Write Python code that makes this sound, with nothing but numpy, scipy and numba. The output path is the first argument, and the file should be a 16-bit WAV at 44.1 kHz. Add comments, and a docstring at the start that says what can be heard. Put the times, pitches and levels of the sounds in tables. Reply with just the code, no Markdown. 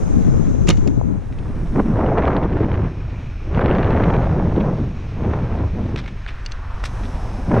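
"""Gusts of wind heave, buffet and crackle on the two microphone openings (ports) of a head-worn camera.
The wearer is an archer riding across a grassy park: a tyre crunches, a motor whines, air hisses.
At about 0.7 s the bowstring slips and slaps home, ringing the bow as the arrow zips past it.
Near 6 s the next arrow scrapes, knocks and clicks against the bow.
The wind strikes the left port first; after the first second the sound narrows to mono."""
import sys
import numpy as np
from scipy import signal
from scipy.fft import rfft, irfft, next_fast_len
from scipy.io import wavfile
from scipy.ndimage import uniform_filter1d, map_coordinates
from numba import njit

SR = 44100
rng = np.random.default_rng(int(sys.argv[2]) if len(sys.argv) > 2 else 0)


def output_pcm(signal):
    """Save a mono or channel-first signal as 16-bit PCM at the path in sys.argv[1].

    Samples are clipped to [-1, 1] before scaling.
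    """
    pcm = np.clip(np.atleast_2d(signal).T, -1, 1) * 32767
    wavfile.write(sys.argv[1], SR, np.round(pcm).astype(np.int16))


N = 335160
TIME = np.arange(N) / SR


def undb(db):
    """Turn decibels into a gain to multiply by."""
    return 10 ** (np.asarray(db) / 20)


def unit(x):
    """Scale a signal to an average (rms) size of 1."""
    return x / np.sqrt(np.mean(x ** 2))


def curves(table):
    """Join a timed table's points with lines: one curve for each column after the time."""
    times, *columns = np.transpose(table)
    return [np.interp(TIME, times, column) for column in columns]


def colour(x, spectrum):
    """Shape the tone through (pitch_hz, level_db) points; white noise keeps its power."""
    size = next_fast_len(N + 8192, True)
    hz, db = np.transpose(spectrum)
    gain = unit(undb(np.interp(np.log(np.fft.rfftfreq(size, 1 / SR) + 1), np.log(hz), db)))
    # this fold makes the filter ring only after a hit, never before
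    cepstrum = irfft(np.log(gain), size)
    cepstrum[1:size // 2] *= 2
    cepstrum[size // 2 + 1:] = 0
    return irfft(rfft(x, size) * np.exp(rfft(cepstrum, size)), size)[..., :N]


def noise():
    """Separate white noise for each port."""
    return rng.standard_normal((2, N))


def wander(rate_hz):
    """A smooth random curve of typical size 1."""
    points = rng.standard_normal(8192)
    return unit(map_coordinates(points, [TIME * rate_hz], order=2, mode="wrap"))


def steady(x, window_s):
    """Even out slow swells so the average of the two ports stays near size 1."""
    return x / np.sqrt(uniform_filter1d(x.mean(axis=0) ** 2, int(window_s * SR)) + 1e-12)


def pan(left_db):
    """Left and right gains that average 1, the left louder by left_db."""
    gains = undb(np.array([left_db, -left_db]) / 2).reshape(2, -1)
    return gains / gains.mean(axis=0)


@njit
def resonance(x, hz, width):
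    """Keep the sound near a moving pitch; width is a fraction of that pitch."""
    out, band, low = np.empty(len(x)), 0., 0.
    for i in range(len(x)):
        g = np.tan(np.pi * hz[i] / SR)
        v = (band + g * (x[i] - low)) / (1 + g * (g + width))
        band, low, out[i] = 2 * v - band, low + 2 * g * v, width * v
    return out


def noise_band(hz, width):
    """Noise gathered around a fixed or moving pitch."""
    hz = hz * np.ones(N)
    return resonance(resonance(rng.standard_normal(N), hz, width), hz, width)


def burst(x, shape):
    """Cut a burst out of x, with the outline and energy of shape."""
    piece = x * shape
    return piece * np.sqrt(np.sum(shape ** 2) / np.sum(piece ** 2))


def swell(peak_s, length_s):
    """A bell-shaped rise and fall."""
    return np.exp(-.5 * ((TIME - peak_s) / length_s) ** 2)


# the head wind between gusts: time_s, strength_db
HEAD_WIND = [(0, -36.5), (1.15, -42.5), (1.3, -45.5), (3.0, -44), (3.4, -51), (3.7, -47), (5.0, -45.5),
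             (6.25, -56.5), (6.7, -56), (6.95, -44), (7.6, -43.5)]
# gusts: risen_at_s, rise_s, hold_s, fall_s, strength_db, sag_db,
# extra_rumble_db, extra_buffet_db, extra_crackle_db
WIND_GUSTS = [(0.167, 0.17, 0.92, 0.31, -38, 5, 10, 11.5, -2),
              (1.464, 0.64, 0.44, .2, -39.5, 1.5, -5, 3, 7),
              (1.768, 0.063, 0.035, 0.035, -24, -4, -22, 8.5, -8),
              (1.862, 0.064, 0.18, 0.16, -32.5, 0, -5, 11.5, 4),
              (1.978, 0.13, 0.48, 0.044, -19.5, 3.5, -23, -4, -4),
              (2.185, 0.095, 0.05, 0.41, -16.5, 2, -19, -9.5, 5),
              (2.495, 0.18, 0.36, 0.13, -31, -2, 9, 2, 7.5), (2.918, .1, 0.34, 0.27, -44, 2.5, 10.5, 1, 8),
              (3.581, 0.14, 0.61, 0.51, -21, 0, 2.5, 0, 5.5),
              (4.305, 0.32, 0.21, 0.2, -26.5, -1, 6, 1.5, -15),
              (4.569, 0.063, 0.085, 0.39, -23, 1, -18, 3, -2),
              (4.846, 0.17, 0.04, 0.2, -38.5, 13.5, 20, 16, -8),
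              (5.24, 0.22, 0.41, 0.17, -27.5, 4.5, 11, -0.5, 4),
              (5.791, 0.19, 0.2, 0.31, -33.5, 5, 4, 3, -3),
              (7.515, 0.051, 0.058, 0.075, -22, -3.5, 1, 7, 4)]


def wind(edge_db=30):
    """Each gust climbs by edge_db, holds while it drifts, then drops back into the head wind."""
    strength_db, = curves(HEAD_WIND)
    for risen_at_s, rise_s, hold_s, fall_s, db, sag_db, *extra_db in WIND_GUSTS:
        age = TIME - risen_at_s
        edge = np.maximum(-age / rise_s, 0) + np.maximum((age - hold_s) / fall_s, 0)
        gust_db = db - sag_db * np.clip(age / hold_s, 0, 1) - edge_db * edge
        strength_db = np.maximum(strength_db, gust_db + np.array([0, *extra_db])[:, None])
    flutter_db, rumble_db, buffet_db, crackle_db = strength_db + wander(18)
    return heave() + rumble(rumble_db) + buffet(buffet_db) + flutter(flutter_db) + crackle(crackle_db)


def follow(strength_db, bend_db, level_db, below, above):
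    """A gain that is level_db at the bend, with one slope below it and another above."""
    over_db = strength_db - bend_db
    return undb(level_db + below * np.minimum(over_db, 0) + above * np.maximum(over_db, 0))


def wind_side_db(left_db=24.5, until_s=1.1, fade_s=0.16):
    """How much harder the wind strikes the left port at first."""
    return left_db * np.clip(1 - (TIME - until_s) / fade_s, 0, 1)


# tone of the largest swirls of air: pitch_hz, level_db
HEAVE_TONE = [(8, -5.5), (20, -5), (38, 0), (55, -4), (75, -10.5), (130, -25.5), (400, -89), (2000, -130)]
# their loudness: time_s, level_db
HEAVE_LOUDNESS = [(0, -25), (.75, -24.5), (1.18, -31.5), (1.7, -21.5), (2.1, -23.5), (2.9, -26),
                  (3.2, -32.5), (3.5, -25), (4.1, -22), (4.65, -24.5), (5.1, -30), (5.6, -26.5),
                  (6.05, -29.5), (6.4, -27.5), (6.9, -24), (7.6, -24.5)]


def heave():
    """The largest swirls push slowly on the ports in the deep bass."""
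    return steady(colour(noise(), HEAVE_TONE), 0.13) * undb(curves(HEAVE_LOUDNESS)[0])


# tone of the rumbling swirls: pitch_hz, level_db
RUMBLE_TONE = [(30, -17.5), (55, -9), (72, 0), (105, -1.5), (135, -7.5), (200, -37.5), (600, -89),
               (2000, -130)]


def rumble(strength_db):
    """Large swirls rumble louder as the wind grows."""
    low = steady(colour(noise() * pan(wind_side_db() / 2), RUMBLE_TONE), 0.32)
    gain = follow(strength_db, bend_db=-35, level_db=-26, below=0.5, above=0.2752)
    return low * undb(0.79 * wander(4.1)) * gain


# tone of the thumping swirls: pitch_hz, level_db
BUFFET_TONE = [(70, -14), (115, -6.5), (150, -1), (210, -2), (290, -6), (420, -12.5), (700, -32),
               (1500, -39), (4000, -103)]


def buffet(strength_db, shed_hz=150, drift_octaves=0.48):
    """Swirls thump the ports; others peel off the camera as round lumps of wandering pitch."""
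    side = pan(wind_side_db())
    thumps = colour(noise() * undb(3.56 * wander(70)), BUFFET_TONE)
    thumps = steady(thumps * side, 0.13) * undb(-0.1 * wander(25))
    hz = shed_hz * 2 ** (drift_octaves * wander(9))
    lumps = np.array([noise_band(hz, width=0.48) for port in range(2)]) / np.sqrt(hz)
    lumps = steady(lumps * side, 0.15)
    return (thumps + lumps) * follow(strength_db, bend_db=-35, level_db=-29, below=0.93, above=0.5348)


# tone of the small swirls: pitch_hz, level_db
FLUTTER_TONE = [(130, -34), (300, 1.5), (480, 3), (700, -1), (1000, -6.5), (1500, -17), (2200, -26.5),
                (3200, -45), (5000, -65.5), (9000, -100.5)]


def flutter(strength_db, flicker_db=4):
    """Small swirls arrive in quick bunches."""
    bunches = 0.13 * wander(85) + 0.77 * wander(420)
    swirls = colour(noise() * undb(flicker_db * bunches), FLUTTER_TONE)
    return steady(swirls, 0.081) * undb(strength_db - 1)


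# tone of the crackle: pitch_hz, level_db
CRACKLE_TONE = [(300, -16), (900, 10), (1600, 9), (2400, 0.5), (3400, -10.5), (4400, -21), (5500, -38.5),
                (7500, -54), (11000, -82)]


def crackle(strength_db, spikes_per_s=520):
    """Strong gusts rasp with ragged bunches of pressure spikes."""
    hits = rng.random(N) < spikes_per_s / SR * undb(5 * np.minimum(wander(90), 1))
    size_db = 5.2 * np.minimum(rng.exponential(size=N), 2.2)
    spikes = hits * undb(size_db) * rng.choice([-1, 1], N)
    gain = follow(strength_db, bend_db=-15, level_db=-33, below=1.0, above=0.5)
    return unit(colour(spikes, CRACKLE_TONE)) * gain


# rise and fall of the riding noise: time_s, level_db
RIDE_LOUDNESS = [(0, -60.5), (.85, -64.5), (1.05, -73.5), (1.35, -67), (1.85, -62.5), (2.4, -66),
                 (4.4, -62), (6.7, -65.5), (6.9, -57.5), (7.6, -57)]


def ride():
    """Tyre, motor and port hiss swell and fade together; the tyre changes less."""
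    ride_db, = curves(RIDE_LOUDNESS)
    tyre_db = -46.5 + 0.59 * (ride_db - ride_db.mean())
    return tyre() * undb(tyre_db) + motor() * undb(ride_db - 1.5) + air_hiss(port_db=ride_db - 5)


# tone of the tyre: pitch_hz, level_db
TYRE_TONE = [(80, -20), (250, 0.5), (450, 1), (800, 0), (1500, -1), (2500, -9.5), (3100, -14),
             (4000, -14.5), (5000, -28), (7000, -47.5), (12000, -72)]


def tyre(crunch_db=1.5):
    """The tyre crunches softly over dry grass."""
    grains = rng.standard_normal(N) * undb(crunch_db * wander(500) + wander(39))
    return unit(colour(grains, TYRE_TONE))


# the wheel motor's base note: time_s, pitch_hz
MOTOR_PITCH = [(0, 121.5), (4.4, 121.4), (5.5, 120.7), (6.3, 119.8), (7.0, 119.3), (7.6, 119.2)]
# the overtones its housing lets out: pitch_hz, level_db
MOTOR_TONE = [(4600, 0.5), (5050, -5), (5220, 4.5), (5580, 1.5), (5750, 0), (6100, 2), (6400, -1.5),
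              (6780, -2), (6950, -21), (7150, -23.5), (7500, -20.5), (8250, -11), (8800, -33)]


def motor(waver_hz=9):
    """A thin whine of high overtones, each wavering as the load changes."""
    hum_hz, = curves(MOTOR_PITCH)
    hum_phase = 2 * np.pi * np.cumsum(hum_hz) / SR
    hz, db = np.transpose(MOTOR_TONE)
    out = np.zeros(N)
    for harmonic in range(38, 73):
        points = rng.standard_normal((2, 512))
        along, across = (np.interp(TIME * waver_hz, np.arange(512), row) for row in points)
        phase = harmonic * hum_phase + 2 * np.pi * rng.random()
        gain = undb(np.interp(harmonic * hum_hz[0], hz, db))
        out += gain * ((1 + along) * np.sin(phase) + across * np.cos(phase))
    return unit(out)


# tone of the hiss at the ports: pitch_hz, level_db
PORT_TONE = [(3000, -12), (4900, -6), (5300, 10), (5900, 5.5), (6650, -1), (7150, -19), (9500, -24),
             (12000, -53)]
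# tone of the higher, airy hiss: pitch_hz, level_db
AIR_TONE = [(3000, -8.5), (6000, -3), (8000, -3.5), (10000, -4.5), (11200, -12), (13000, -17.5),
            (15000, -37)]
# loudness of that airy hiss: time_s, level_db
AIR_LOUDNESS = [(0, -58.5), (.75, -66.5), (1.05, -69), (1.8, -62), (2.25, -77), (6.6, -79.5), (6.95, -59),
                (7.6, -61.5)]


def air_hiss(port_db):
    """Air hisses past the camera."""
    port = colour(rng.standard_normal(N), PORT_TONE) * undb(port_db)
    airy = colour(rng.standard_normal(N), AIR_TONE) * undb(curves(AIR_LOUDNESS)[0])
    return port + airy


def whistle(pitch_hz=6400, level_db=-53, until_s=0.81, fade_db_per_s=37.5):
    """Air blows a breathy whistle across each port, then dies away."""
    breath = np.array([noise_band(pitch_hz, width=0.22) for port in range(2)])
    return unit(breath) * undb(level_db - fade_db_per_s * np.maximum(TIME - until_s, 0))


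# loudness of the rustle: time_s, level_db
RUSTLE_LOUDNESS = [(0, -66), (1.2, -67), (2.6, -59.5), (3.3, -52.5), (4.3, -64.5), (4.7, -66), (4.95, -55),
                   (5.8, -58.5), (6.5, -63), (7.6, -57)]


def rustle(pitch_hz=2420):
    """A soft, thin rustle shows in the lulls between gusts."""
    return unit(noise_band(pitch_hz, width=0.2)) * undb(curves(RUSTLE_LOUDNESS)[0])


def puffs(table):
    """Short, dull swells of air pressure."""
    out = np.zeros(N)
    for peak_s, db, length_s, top_hz in table:
        band = signal.butter(4, [70, top_hz], "band", fs=SR, output="sos")
        air = signal.sosfilt(band, rng.standard_normal(N))
        out += undb(db) * burst(air, swell(peak_s, length_s))
    return out


# the strongest single swirls: peak_s, level_db, length_s, top_hz
WIND_PUFFS = [(.345, -23.5, 0.0025, 640), (.874, -18.5, 0.0081, 466), (1.014, -19, 0.00097, 1010),
              (1.7605, -21.5, 0.0011, 1180), (1.784, -22, 0.0018, 1000), (1.799, -16, 0.0042, 1200),
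              (1.964, -26, 0.0016, 1070), (2.012, -20, 0.0026, 1300), (2.18, -21.5, 0.0064, 1460),
              (2.281, -16, 0.0035, 1420), (2.304, -18, 0.0021, 1200), (2.613, -15.5, 0.0052, 516),
              (3.594, -18, 0.0013, 1300), (3.618, -21, .004, 1390), (4.311, -7, 0.0016, 356),
              (4.582, -12, 0.0016, 450), (4.68, -24, 0.017, 880), (4.834, -25, 0.002, 440),
              (5.338, -18.5, 0.0022, 1350), (7.511, -22, 0.0013, 700), (7.541, -17.5, 0.0021, 990),
              (7.567, -14.5, 0.0034, 1060)]


def wind_puffs():
    """Lone swirls burst on the ports."""
    return pan(wind_side_db() / 2) * puffs(WIND_PUFFS)


def taps(table, wood_top_hz=7000):
    """The first touch of each blow: one sharp kick, rounded by the give of the wood."""
    out = np.zeros(N)
    for start_s, db, decay_s, *_ in table:
        out[int(start_s * SR)] += undb(db) * np.sqrt(decay_s * SR / 2)
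    return signal.sosfilt(signal.butter(4, wood_top_hz, fs=SR, output="sos"), out)


def rubs(table, grain_db, rise_share):
    """Grainy bursts of rubbing that rise in a share of their decay time; top_hz sets the brightness."""
    out = np.zeros((2, N))
    force = unit(rng.standard_normal(N) * undb(grain_db * wander(900)))
    for peak_s, db, decay_s, top_hz, *_ in table:
        near = slice(int((peak_s - .03) * SR), int((peak_s + .15) * SR))
        age = TIME[near] - peak_s
        shape = np.exp(np.minimum(age / rise_share, -age) / decay_s)
        treble_cut = signal.butter(2, top_hz, fs=SR)
        out[:, near] += undb(db) * signal.lfilter(*treble_cut, burst(force[near], shape))
    return out


def ring(force, notes):
    """A force rings an object's own notes; each fades by 60 dB in its ring_s."""
    t = TIME[:SR // 4]
    tone = sum(undb(db) * np.sin(2 * np.pi * hz * t) * 1000 ** (-t / ring_s) for hz, db, ring_s in notes)
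    return signal.fftconvolve(force, tone[None] / np.sqrt(np.sum(tone ** 2)), axes=1)[:, :N]


# arrow clicks: start_s, level_db, decay_s, top_hz, pitch_factor
ARROW_CLICKS = [(.496, -38, 0.00054, 7000, 1.3), (6.4621, -24.5, 0.0018, 10000, 1.02),
                (6.5203, -31, 0.0021, 11000, 0.98)]
# tone of a click: pitch_hz, level_db
CLICK_TONE = [(600, -23), (1500, 2), (3000, 2.5), (4500, 7), (5400, -10), (6100, 7.5), (7100, -11),
              (8200, -10), (9800, -22), (10800, -32), (13000, -45)]
# the shaft's own notes, before the pitch factor: pitch_hz, level_db, ring_s
SHAFT_NOTES = [(1670, -5, .02), (2090, -3, .02), (2810, 0, 0.045), (3470, -2, 0.035), (4330, -4, 0.026),
               (4300, -1, .018), (4740, -3, 0.037), (5100, -3, .018), (5900, -2, .018), (8250, -14, .03)]


def arrow_clicks(ring_db=-1):
    """An arrow clicks on bow and string; the grip sets the pitch its shaft rings at."""
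    force = undb(-2) * taps(ARROW_CLICKS) + undb(-3) * rubs(ARROW_CLICKS, grain_db=1, rise_share=.3)
    out = colour(force, CLICK_TONE)
    for click in ARROW_CLICKS:
        notes = [(hz * click[-1], db, ring_s) for hz, db, ring_s in SHAFT_NOTES]
        out += undb(ring_db) * ring(taps([click])[None], notes)
    return out


# the cracks of the shot: start_s, level_db, decay_s, top_hz
BOW_CRACKS = [(.674, -30.5, 0.01, 9000), (.686, -27, 0.0048, 6000), (.6892, -16, .0016, 13000),
              (.6912, -15.5, 0.00086, 13000), (.699, -17.5, 0.0022, 3400), (.7035, -13, 0.0015, 8040),
              (.7085, -16.5, 0.0027, 4520), (.717, -28, 0.0056, 2600), (.728, -30, 0.0044, 1500),
              (.733, -45, .03, 6000), (.772, -43, 0.0086, 6000), (.875, -30.5, 0.0036, 7000)]
# tone of a crack: pitch_hz, level_db
CRACK_TONE = [(150, -5), (500, 6), (1300, -3), (2000, 1.5), (2900, 2.5), (4000, -3), (5800, 2.5),
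              (7400, 0.5), (8300, -14), (9800, -7), (10800, -29), (13000, -12), (15500, -62)]
# notes of bow and shaft, muffled by the hand: pitch_hz, level_db, ring_s
BOW_NOTES = [(1260, -3, 0.037), (1946, -6, 0.05), (2180, -1, 0.034), (2540, -4, .05), (2930, 3, 0.016),
             (3430, -12, 0.04), (3700, 4, 0.029), (4200, -4, 0.025), (5800, -9, 0.032)]
# two thumps of air as the bow kicks back: peak_s, level_db, length_s, top_hz
BOW_THUMPS = [(0.698, -13, 0.0084, 393), (0.721, -16.5, 0.008, 216)]


def bow_shot(ring_db=-8.5, tap_db=-7, spread_db=-11):
    """The string slips, the arrow scrapes by and the string slaps home, ringing the bow."""
    force = rubs(BOW_CRACKS, grain_db=1.5, rise_share=.25)
    # each port hears the cracks a little differently
    spread = rubs(BOW_CRACKS, grain_db=1.5, rise_share=.25) * np.array([[1], [-1]])
    snap = colour(force + undb(spread_db) * spread, CRACK_TONE)
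    ringing = ring(undb(ring_db) * force + undb(tap_db) * taps(BOW_CRACKS), BOW_NOTES)
    return snap + ringing + pan(left_db=-9) * puffs(BOW_THUMPS)


# the squeak of the leaving arrow: time_s, pitch_hz, level_db
ARROW_ZIP = [(.678, 1900, -60), (.683, 2400, -29), (.687, 2950, -22), (.692, 3100, -60)]


def arrow_zip(rough_db=2):
    """The shaft rubs along the bow, squeaking higher as it gathers speed."""
    hz, db = curves(ARROW_ZIP)
    sliding = (TIME > ARROW_ZIP[0][0]) & (TIME < ARROW_ZIP[-1][0])
    squeak = np.sqrt(2) * np.sin(2 * np.pi * np.cumsum(hz) / SR)
    return sliding * squeak * undb(db + rough_db * wander(900))


# scrapes while handling the next arrow: peak_s, level_db, decay_s, top_hz, pitch_hz
ARROW_SCRAPES = [(1.325, -46.5, .008, 4950, 2450), (1.386, -41, 0.0057, 4970, 2580),
                 (5.9607, -26.5, 0.004, 4200, 2320), (5.975, -31, 0.0039, 3500, 2800),
                 (5.9808, -37, .0025, 4500, 3800), (5.988, -30.5, 0.012, 4050, 3580),
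                 (6.041, -38, 0.0044, 3200, 2400), (6.0605, -34, 0.0045, 3000, 2100),
                 (6.0788, -30.5, 0.007, 3150, 2590), (6.2475, -41, .002, 3000, 2600),
                 (6.2635, -29.5, 0.0027, 2600, 1900), (6.2815, -31.5, 0.017, 3350, 2430),
                 (6.452, -41, 0.0044, 5000, 4300), (6.514, -39, .005, 6000, 4900),
                 (6.8398, -28.5, 0.006, 8500, 4500), (6.8545, -29, 0.012, 14000, 3820),
                 (7.036, -42.5, 0.024, 6000, 3300)]
# tone of a scrape: pitch_hz, level_db
SCRAPE_TONE = [(250, -26), (550, -14), (1000, -5), (1700, -3), (2400, 0), (3100, -6.5), (3700, -5),
               (4700, -12.5), (5800, -10), (7100, -21.5), (8500, -15.5), (10000, -26), (13500, -45)]


def arrow_scrapes(ring_db=2.5):
    """Shaft, hand and sleeve rub dryly, with a pitch that shifts with the grip."""
    force = rubs(ARROW_SCRAPES, grain_db=4, rise_share=.2)
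    ringing = resonance(force[0], curves(ARROW_SCRAPES)[-1], 0.25)
    return colour(force, SCRAPE_TONE) + undb(ring_db) * ringing


# the sharpest bursts of crackle: peak_s, level_db, length_s
WIND_SPITS = [(2.064, -33, .001), (2.183, -32.5, .0028), (2.246, -31, 0.0018), (2.2545, -25, .0006),
              (2.273, -32, 0.00091), (2.281, -33, 0.0019), (2.367, -26, 0.00094), (2.372, -29, 0.0008),
              (2.431, -34, .002), (2.438, -35, 0.0011), (2.529, -36, 0.0017), (2.718, -32, .0015),
              (2.743, -29.5, 0.0014), (3.548, -29, 0.001), (3.594, -31.5, 0.0013), (3.613, -33, 0.0014),
              (3.66, -26.5, .0015), (3.703, -29, .0012), (3.713, -22, 0.00084), (3.751, -28.5, .0015),
              (3.785, -32.5, 0.0017), (3.831, -29, .0022), (3.846, -29, 0.0013), (3.908, -30.5, 0.0025),
              (4.04, -30, 0.0038), (4.105, -30, 0.0023), (4.14, -30, 0.0017), (4.166, -32, .002),
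              (4.563, -33, .0015), (4.608, -33.5, 0.0047)]
# their tone: pitch_hz, level_db
SPIT_TONE = [(300, -14), (900, 4.5), (1600, 5.5), (2400, 1.5), (3400, -5), (4400, -14), (5500, -32),
             (7500, -52), (11000, -82)]


def wind_spits():
    """Hard gusts tear at the ports in short, sharp spits."""
    rasp = colour(rng.standard_normal(N), SPIT_TONE)
    return sum(undb(db) * burst(rasp, swell(peak_s, length_s)) for peak_s, db, length_s in WIND_SPITS)


# the rushing sound: time_s, pitch_hz, level_db
RUSH_PATH = [(0, 2340, -89), (3.0, 2190, -57), (5.0, 2390, -55.5), (6.12, 1870, -51.5), (6.62, 1094, -41.5),
             (7.15, 756, -40), (7.6, 597, -39.5)]


def rush():
    """A broad rush grows out of silence and sinks in pitch near the end."""
    hz, db = curves(RUSH_PATH)
    return unit(noise_band(hz, width=0.88) / np.sqrt(hz)) * undb(db + wander(16))


# dead wooden knocks: start_s, level_db, pitch_hz, decay_s
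ARROW_KNOCKS = [(5.9603, -19, 2220, .0006), (5.9803, -25, 3680, 0.0008), (6.0602, -30, 2100, 0.00077),
                (6.2642, -22, 1700, 0.0012), (6.8391, -11.5, 1350, 0.00065), (6.8532, -28, 3100, .0013)]


def arrow_knocks(wood_top_hz=7000):
    """The arrow meets the gripped bow; each knock rings one note that dies at once."""
    out = np.zeros(N)
    for start_s, db, hz, decay_s in ARROW_KNOCKS:
        age = np.maximum(TIME - start_s, 0)
        out += undb(db) * np.sin(2 * np.pi * hz * age) * np.exp(-age / decay_s)
    return signal.sosfilt(signal.butter(2, wood_top_hz, fs=SR, output="sos"), out)


def scene():
    """Everything that reaches the two ports."""
    gusts = wind() + wind_puffs() + wind_spits()
    background = ride() + whistle() + rustle() + rush()
    archery = arrow_clicks() + bow_shot() + arrow_zip() + arrow_scrapes() + arrow_knocks()
    return gusts + background + archery


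def record(dry, wide_db=4, narrow_from_s=1.084, narrow_db_per_s=31, top_hz=14800):
    """Wide stereo narrows to mono; peaks clip and the highest treble is cut."""
    width_db = wide_db - narrow_db_per_s * np.maximum(TIME - narrow_from_s, 0)
    mid = dry.mean(axis=0)
    side = (dry[0] - dry[1]) / 2 * undb(width_db)
    clipped = np.clip([mid + side, mid - side], -1, 1)
    return signal.sosfilt(signal.ellip(8, .2, 70, top_hz, fs=SR, output="sos"), clipped)


dry = scene()
out = record(dry)
output_pcm(out)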